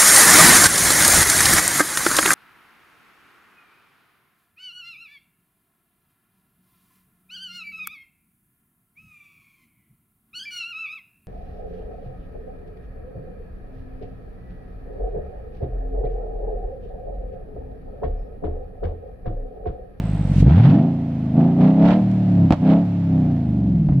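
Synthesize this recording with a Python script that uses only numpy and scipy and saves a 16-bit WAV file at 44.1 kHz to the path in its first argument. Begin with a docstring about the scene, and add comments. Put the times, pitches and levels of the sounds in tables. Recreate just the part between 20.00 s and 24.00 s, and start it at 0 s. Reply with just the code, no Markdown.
"""A V8 pickup idles on a sandy road a few metres away, its engine bay whirring, as an insect trills briefly.
At 0.4 s air hisses into the intake, the pipe pops and the revs climb: separate chugs merge into a note,
with a rasp of gas under load. From 1.3 s stabs of throttle spin the rear wheels, which spray sand,
and the tailpipe growls on after each stab. The exhaust burbles on the overrun and backfires at 2.5 s.
After one more stab the revs fall away, with two soft pops near the end."""
import sys
import numpy as np
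from scipy import signal
from scipy.fft import rfft, irfft
from scipy.io import wavfile

SR = 44100
rng = np.random.default_rng(int(sys.argv[2]) if len(sys.argv) > 2 else 0)


def transcribe(u):
    """Save the signal u as a 16-bit wav file named by the first command-line argument.

    u: samples, shape (n,) or (channels, n), limited to [-1, 1]; the rate is SR.
    q: integer samples, one column per channel.
    """
    v = np.clip(np.atleast_2d(u).T, -1, 1)
    q = np.round(v * 32767).astype(np.int16)
    wavfile.write(sys.argv[1], SR, q)


N = 176400
T = np.arange(N) / SR

# Fader ride for the exhaust note and its puffs: (time [s], level [dB])
EXHAUST_FADER = [(0, -23.5), (.385, -15), (.405, -8.5), (.5, -9.5), (.7, -9.5), (.8, -13.5), (.95, -21.5),
                 (1.1, -23.5), (1.33, -21), (1.38, -11), (1.55, -17.5), (1.64, -9), (1.75, -15.5),
                 (1.83, -10), (1.95, -14.5), (2.05, -17.5), (2.25, -17.5), (2.44, -11.5), (2.57, -28.5),
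                 (2.63, -16), (2.71, -10.5), (2.87, -20.5), (3.08, -19), (3.15, -15), (3.45, -20.5),
                 (3.75, -16), (3.87, -17.5), (4, -14)]
# Body of the pipe and muffler: (frequency [Hz], gain [dB])
PIPE_BODY = [(50.0, 1.5), (80.0, -0.5), (115.0, 6.5), (140.0, 4), (162.0, 7), (190.0, 7), (220.0, -0.8),
             (255.0, 0.47), (300.0, -8), (345.0, -25), (385.0, -23), (460.0, -35.5), (545.0, -26.5),
             (590.0, -29.5), (660.0, -22.5), (760.0, -30), (850.0, -34.5), (1000.0, -46)]
# Voicing of the low harmonics: (multiple of the cycle rate, overrun level [dB], loaded level [dB])
HARMONIC_VOICING = [(2, -29.7, -29.5), (3, -10, -21.5), (4, -14.5, -17.5), (5, -9.5, -6.5), (6, -14.5, -4),
                    (7, -16, -18.5), (8, -10, -0.4), (9, -8, -1.3), (10, -9.6, -2.5), (11, -16.5, -3),
                    (12, -8.5, -0.3), (13, -6.5, 11)]
# The V8's lopsided beat, in firing order: (strength [0-1], share of the bank lag [0-1])
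FIRING_PATTERN = [(.9, 0.19), (.15, 0.99), (0.92, 0.98), (.7, 0.047), (.2, 1), (.6, 0.03), (.15, 0.022),
                  (.9, 1)]
BANK_LAG_CYCLES, FULL_LOAD_THROTTLE, LOAD_BRIGHT_DB = .012, .48, 5.5
THUMP_HZ, THUMP_Q, CHUG_HZ, CHUG_Q, CHUG_GAIN, MUFFLER_HZ = 71, .9, 164, 3.3, 2.05, 263
UPPER_DB, UPPER_OVERRUN_DB, UPPER_CONTRAST = 1, -11, 0.44
JITTER_S, OVERRUN_JITTER_S, FIRING_SPREAD_DB, IDLE_SPREAD_DB = .00005, 0.000088, .6, 1.5


def exhaust(rate, cycles, throttle, trim_db=0.28, ceiling=.85):
    """At low revs each firing is a thump and an uneven chug; at speed they merge into a load-shaped note."""
    step = 8  # the note is low, so it is built at an eighth of the sample rate
    rate, cycles, throttle = rate[::step], cycles[::step], throttle[::step]
    load = np.clip(throttle / FULL_LOAD_THROTTLE, 0, 1)
    idle = np.interp(rate, [15, 22], [1, 0])
    # no two firings have quite the same size or timing
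    size, slip = [np.interp(8 * cycles, np.arange(1500), v) for v in rng.standard_normal((2, 1500))]
    cycles = cycles + (JITTER_S + OVERRUN_JITTER_S * (1 - load)) * rate * slip
    strength, bank = np.transpose(FIRING_PATTERN)
    fires_at = np.arange(8) / 8 + BANK_LAG_CYCLES * bank
    pipe, pipe_hz = causal_response(PIPE_BODY)[:4096], np.fft.rfftfreq(8192, 1 / SR)[:4096]
    out, power = 0, 0
    for k in range(2, 56):
        hz = k * rate
        pattern = np.sum(strength * np.exp(-2j * np.pi * k * fires_at))
        thump = 8 * (k % 8 == 0) * resonance(hz, THUMP_HZ, THUMP_Q)
        chug = CHUG_GAIN * pattern * resonance(hz, CHUG_HZ, CHUG_Q)
        beat = (1j * thump + chug) / (1 + (hz / MUFFLER_HZ) ** 6)
        if k - 2 < len(HARMONIC_VOICING):
            _, overrun_db, load_db = HARMONIC_VOICING[k - 2]
        else:  # upper harmonics follow the firing pattern
            load_db = UPPER_DB + UPPER_CONTRAST * 20 * np.log10(abs(pattern) + 1e-6)
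            overrun_db = load_db + UPPER_OVERRUN_DB
        body = np.interp(hz, pipe_hz, pipe)
        bright_db = LOAD_BRIGHT_DB * throttle * np.interp(hz, [200, 600], [0, 1])
        note = amp(overrun_db + (load_db - overrun_db) * load + bright_db) * np.exp(body.real)
        gain = note ** (1 - idle) * abs(beat) ** idle * np.interp(hz, [1000, 1600], [1, 0])
        smear = np.pi * 0.00807 * np.minimum(hz, 327.3) ** 2 / 200  # higher notes leave the muffler later
        phase = np.angle(beat) + (body.imag - smear) * (1 - idle)
        out = out + gain * np.cos(2 * np.pi * k * cycles + phase)
        power = power + gain ** 2 / 2
    spread_db = FIRING_SPREAD_DB + (IDLE_SPREAD_DB - FIRING_SPREAD_DB) * idle * (1.5 - load)
    out = out / np.sqrt(power) * amp(size * spread_db)
    out = signal.resample_poly(out, step, 1)[:N] * amp(curve(EXHAUST_FADER) + trim_db)
    return out / (1 + (out / ceiling) ** 4) ** (1 / 4)  # the strongest pulses round off


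# Soft, dark turbulence inside the pipe: (frequency [Hz], gain [dB])
PUFF_EQ = [(35, -31), (80, -12), (170, -6.5), (290, 1), (420, -19.5), (700, -20), (1050, -42.5),
           (4000, -67)]
# Gritty turbulence at the pipe's mouth: (frequency [Hz], gain [dB])
RASP_EQ = [(390, -1.5), (470, -7.5), (800, 1), (1100, -8.5), (1450, -11), (2000, -14), (3200, -18.5),
           (4300, -25.5), (6500, -39.5), (13000, -60)]
PUFF_TRIM_DB, RASP_FULL_THROTTLE_DB, RASP_RANGE_DB = -19.5, -26.5, 36


def exhaust_gas(cycles, throttle, grit=0.096, decay_firings=0.23):
    """Each firing blows a soft puff in the pipe and, under load, a rasp; both throb once a cycle."""
    firing = 8 * cycles
    size = np.exp(grit * rng.standard_normal(N))[firing.astype(int)]
    pulse = 0.77 + np.exp(-(firing % 1) / decay_firings)
    throb = 1 + 0.27 * np.cos(2 * np.pi * (cycles - 0.093))
    gate = size * pulse * throb
    puff = colour(spread(hiss()) * gate, PUFF_EQ) * amp(curve(EXHAUST_FADER) + PUFF_TRIM_DB)
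    rasp = colour(spread(hiss()) * gate, RASP_EQ)
    return puff + rasp * amp(RASP_FULL_THROTTLE_DB + RASP_RANGE_DB * (throttle - 1))


# Cues for the pops and the backfire: (time [s], level [dB], decay [s], tilt [dB/octave])
BANG_CUES = [(.470, -21, 0.0057, -1.5), (0.5, -17, 0.0062, -1.5), (2.507, -6, 0.015, -0.6),
             (2.524, -11, 0.013, 0.6), (3.888, -16.5, 0.017, -4), (3.923, -15.5, 0.016, -4)]
# Boomy tone of a bang in the pipe: (frequency [Hz], gain [dB])
BANG_EQ = [(25, -12), (60, 1.5), (280, 3.5), (450, -14), (700, -3.5), (1100, -18), (4000, -34.5),
           (7000, -47.5), (12000, -64)]


def backfire():
    """Unburnt fuel bangs in the pipe: a pressure front, then a fast-dying burst of noise."""
    out, t = np.zeros((2, N)), T[:SR // 4]
    for start, db, decay, tilt_db in BANG_CUES:
        burst = spread(rng.standard_normal((2, len(t)))) * np.exp(-t / decay)
        burst[:, 0] += 14  # the pressure front
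        tone = [(hz, level + tilt_db * np.log2(hz)) for hz, level in BANG_EQ]
        bang = colour(burst, tone) * amp(db) * np.sqrt(decay / 2 / t[-1])
        slot = out[:, round(start * SR):][:, :len(t)]
        slot += bang[:, :slot.shape[1]]
    return out


# Narrow rings of the tailpipe at the reference revs: (frequency [Hz], relative level [dB])
TAILPIPE_RINGS = [(545, -7.5), (658, -1), (728, -7), (795, -9), (852, -8)]
GROWL_REFERENCE_CYCLES_PER_S, GROWL_WIDTH_HZ, GROWL_HOLD_S = 33, 6.4, 0.076


def tailpipe_growl(rate, throttle):
    """The tailpipe rings, a little higher with the revs, and hangs on after each stab."""
    keep, hold = np.exp(-np.pi * GROWL_WIDTH_HZ / SR), np.exp(-1 / (GROWL_HOLD_S * SR))
    revs = rate / GROWL_REFERENCE_CYCLES_PER_S
    bent_time = np.cumsum(revs ** .15) / SR
    rings = 0
    for hz, db in TAILPIPE_RINGS:
        wander = signal.lfilter([1], [1, -keep], [1, 1j] @ hiss())
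        ring = wander / np.sqrt(abs(wander)) * np.exp(2j * np.pi * hz * bent_time)
        rings = rings + amp(db) * ring.real
    drive = signal.lfilter([1 - hold], [1, -hold], throttle * revs)
    return unit_rms(rings) * amp(-29 + 17.5 * (drive - 1.5))


# Fader ride for the whir under the bonnet: (time [s], level [dB])
WHIR_FADER = [(0, -39.5), (.4, -40.5), (1.05, -46), (2.15, -41.5), (3.25, -44), (3.6, -48.5), (4, -51.5)]
# Mid-heavy tone of fan and belts: (frequency [Hz], gain [dB])
WHIR_EQ = [(100, -4), (700, 3.5), (1100, -9.5), (2600, -14), (4000, -20), (8000, -34.5), (13000, -43)]


def engine_bay():
    """Fan and belts whir: a bed of noise under the exhaust."""
    return colour(spread(hiss()), WHIR_EQ) * amp(curve(WHIR_FADER))


# Bright, breathy tone of indrawn air: (frequency [Hz], gain [dB])
INTAKE_EQ = [(500, -10.5), (2500, 1.5), (10500, -13.5), (13000, -30.5)]


def intake(peak_s=0.408, rise_s=0.074, fall_s=0.015, peak_db=-41):
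    """Air hisses in as the throttle first opens: one swell, cut short."""
    swell = np.exp(-np.maximum((peak_s - T) / rise_s, (T - peak_s) / fall_s))
    return colour(spread(hiss()), INTAKE_EQ) * swell * amp(peak_db)


def insect(hz=8430, sweep_hz=750, chirps_per_s=64, peak_db=-51.5, end_s=0.35):
    """An insect trills at the roadside: quick falling chirps with a noisy edge."""
    progress = T * chirps_per_s % 1
    pitch = hz - sweep_hz * progress + 1500 * hiss()
    chirps = np.sin(2 * np.pi * np.cumsum(pitch, axis=1) / SR) * np.sin(np.pi * progress) ** 4
    fade = np.clip(np.minimum(T / 0.056, (end_s - T) / .02), 0, 1)
    return chirps * fade * amp(peak_db)


# Fader ride for the spray of sand: (time [s], level [dB])
SAND_FADER = [(1.3, -85.5), (1.55, -71.5), (2.1, -63), (2.6, -67)]
# Thin, crisp tone of the grains: (frequency [Hz], gain [dB])
SAND_EQ = [(600, -11.5), (2000, 1), (4000, -1), (13000, -21.5)]


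def sand_spray(grains_per_s=1700, spread_db=6):
    """Grains thrown by the spinning tyres land as random ticks of uneven size."""
    ticks = hiss() * (rng.random((2, N)) < grains_per_s / SR)
    size = amp(spread_db * np.minimum(rng.exponential(1, (2, N)), 4))
    return colour(ticks * size, SAND_EQ) * amp(curve(SAND_FADER))


def tree_scatter(x, send_db=-19, t60_s=0.85):
    """Roadside trees scatter back a faint tail with little bass."""
    t = T[:SR]
    tail = rng.standard_normal((2, SR)) * amp(-60 * t / t60_s) * np.minimum(t / .03, 1)
    tail = signal.lfilter(*signal.butter(2, 400, "high", fs=SR), tail)
    return amp(send_db) * signal.fftconvolve(x, tail / np.linalg.norm(tail[0]), axes=1)[:, :N]


# Stereo image of the truck's noise: (frequency [Hz], left-right correlation [-1 to 1])
STEREO_IMAGE = [(150, .99995), (300, .997), (600, .96), (1000, .78), (2000, .45), (8000, -.4)]


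def spread(x):
    """Makes two unrelated channels near mono in the bass, wide in the treble."""
    left, right = rfft(x)
    alike = np.clip(spectrum_at(STEREO_IMAGE, np.fft.rfftfreq(x.shape[1], 1 / SR)), -1, 1)
    mid, side = left * np.sqrt(1 + alike), right * np.sqrt(1 - alike)
    return unit_rms(irfft([mid + side, mid - side], x.shape[1]))


def amp(db):
    """Decibels to gain."""
    return 10 ** (np.asarray(db) / 20)


def unit_rms(x):
    """Scales to unit rms."""
    return x / np.sqrt(np.mean(x ** 2) + 1e-20)


def hiss():
    """White noise in two channels."""
    return rng.standard_normal((2, N))


def curve(points):
    """An automation lane, joined by straight lines in time."""
    return np.interp(T, *np.transpose(points))


def spectrum_at(points, hz):
    """Reads a spectrum, joined on a log-frequency axis."""
    f, value = np.transpose(points)
    return np.interp(np.log(hz + 1), np.log(f + 1), value)


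def resonance(hz, centre_hz, q):
    """Complex gain of one resonant band."""
    return 1 / (1 + 1j * q * (hz / centre_hz - centre_hz / hz))


def causal_response(eq):
    """Log gain (real part) and phase (imaginary part) of a causal filter with this EQ."""
    gain = amp(spectrum_at(eq, abs(np.fft.fftfreq(8192, 1 / SR))))
    return np.conj(signal.hilbert(np.log(gain)))


def colour(x, eq):
    """Passes two channels through a causal EQ and scales them to unit rms."""
    impulse = np.fft.ifft(np.exp(causal_response(eq))).real[None, :4096]
    return unit_rms(signal.oaconvolve(x, impulse, axes=1)[:, :x.shape[1]])


# The revs, eight firings to a cycle: (time [s], engine speed [cycles/s])
REVS = [(0.0, 6.9), (0.4, 5.47), (0.47, 7.65), (0.55, 10.6), (0.63, 15.5), (0.75, 23.4), (0.85, 28.8),
        (0.98, 28.6), (1.32, 26.1), (1.45, 28.4), (1.58, 29.9), (1.68, 32.7), (1.82, 34.3), (1.94, 38.2),
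        (2.03, 38.3), (2.25, 37.1), (2.48, 32.3), (2.6, 30.8), (2.68, 33), (2.75, 34.72), (2.84, 35.9),
        (3.04, 33.8), (3.2, 31.5), (3.6, 23), (4.0, 15.9)]
# The driver's stabs at the pedal: (time [s], throttle [0 shut, about 1 wide open])
PEDAL = [(.43, 0.25), (.5, 0.79), (.59, .88), (.68, 0.94), (.8, 0.63), (.95, 0.16), (1.32, 0.08),
         (1.4, 0.67), (1.57, 0.29), (1.61, 0.79), (1.66, 0.81), (1.76, 0.47), (1.86, 0.98), (1.92, 1.07),
         (2.04, 0.1), (2.6, 0.01), (2.66, 0.77), (2.72, 0.93), (2.87, 0.01), (3.05, 0.02), (3.2, 0.15),
         (3.5, 0)]


def scene():
    """Revs and throttle play the exhaust; the other layers run on their own cues."""
    rate, throttle = curve(REVS), curve(PEDAL)
    cycles = np.cumsum(rate) / SR
    truck = exhaust(rate, cycles, throttle) + exhaust_gas(cycles, throttle) + backfire()
    truck = truck + tailpipe_growl(rate, throttle) + engine_bay() + intake() + sand_spray()
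    return truck + tree_scatter(truck) + insect()


# Pan across the spectrum: (frequency [Hz], left minus right [dB])
SPECTRAL_PAN = [(100, -.1), (500, -.6), (1000, -3.6), (2000, -5.4), (4000, -1.8)]


def record(dry, top_hz=13500):
    """The treble leans right; the mix clips at full scale, then a low-pass trims the top."""
    lean_db = spectrum_at(SPECTRAL_PAN, np.fft.rfftfreq(N, 1 / SR)) / 2
    panned = irfft(rfft(dry) * amp([lean_db, -lean_db]))
    lowpass = signal.firwin(511, top_hz, window=("kaiser", 9), fs=SR)
    return signal.oaconvolve(np.clip(panned, -1, 1), lowpass[None], "same")


dry = scene()
out = record(dry)
transcribe(out)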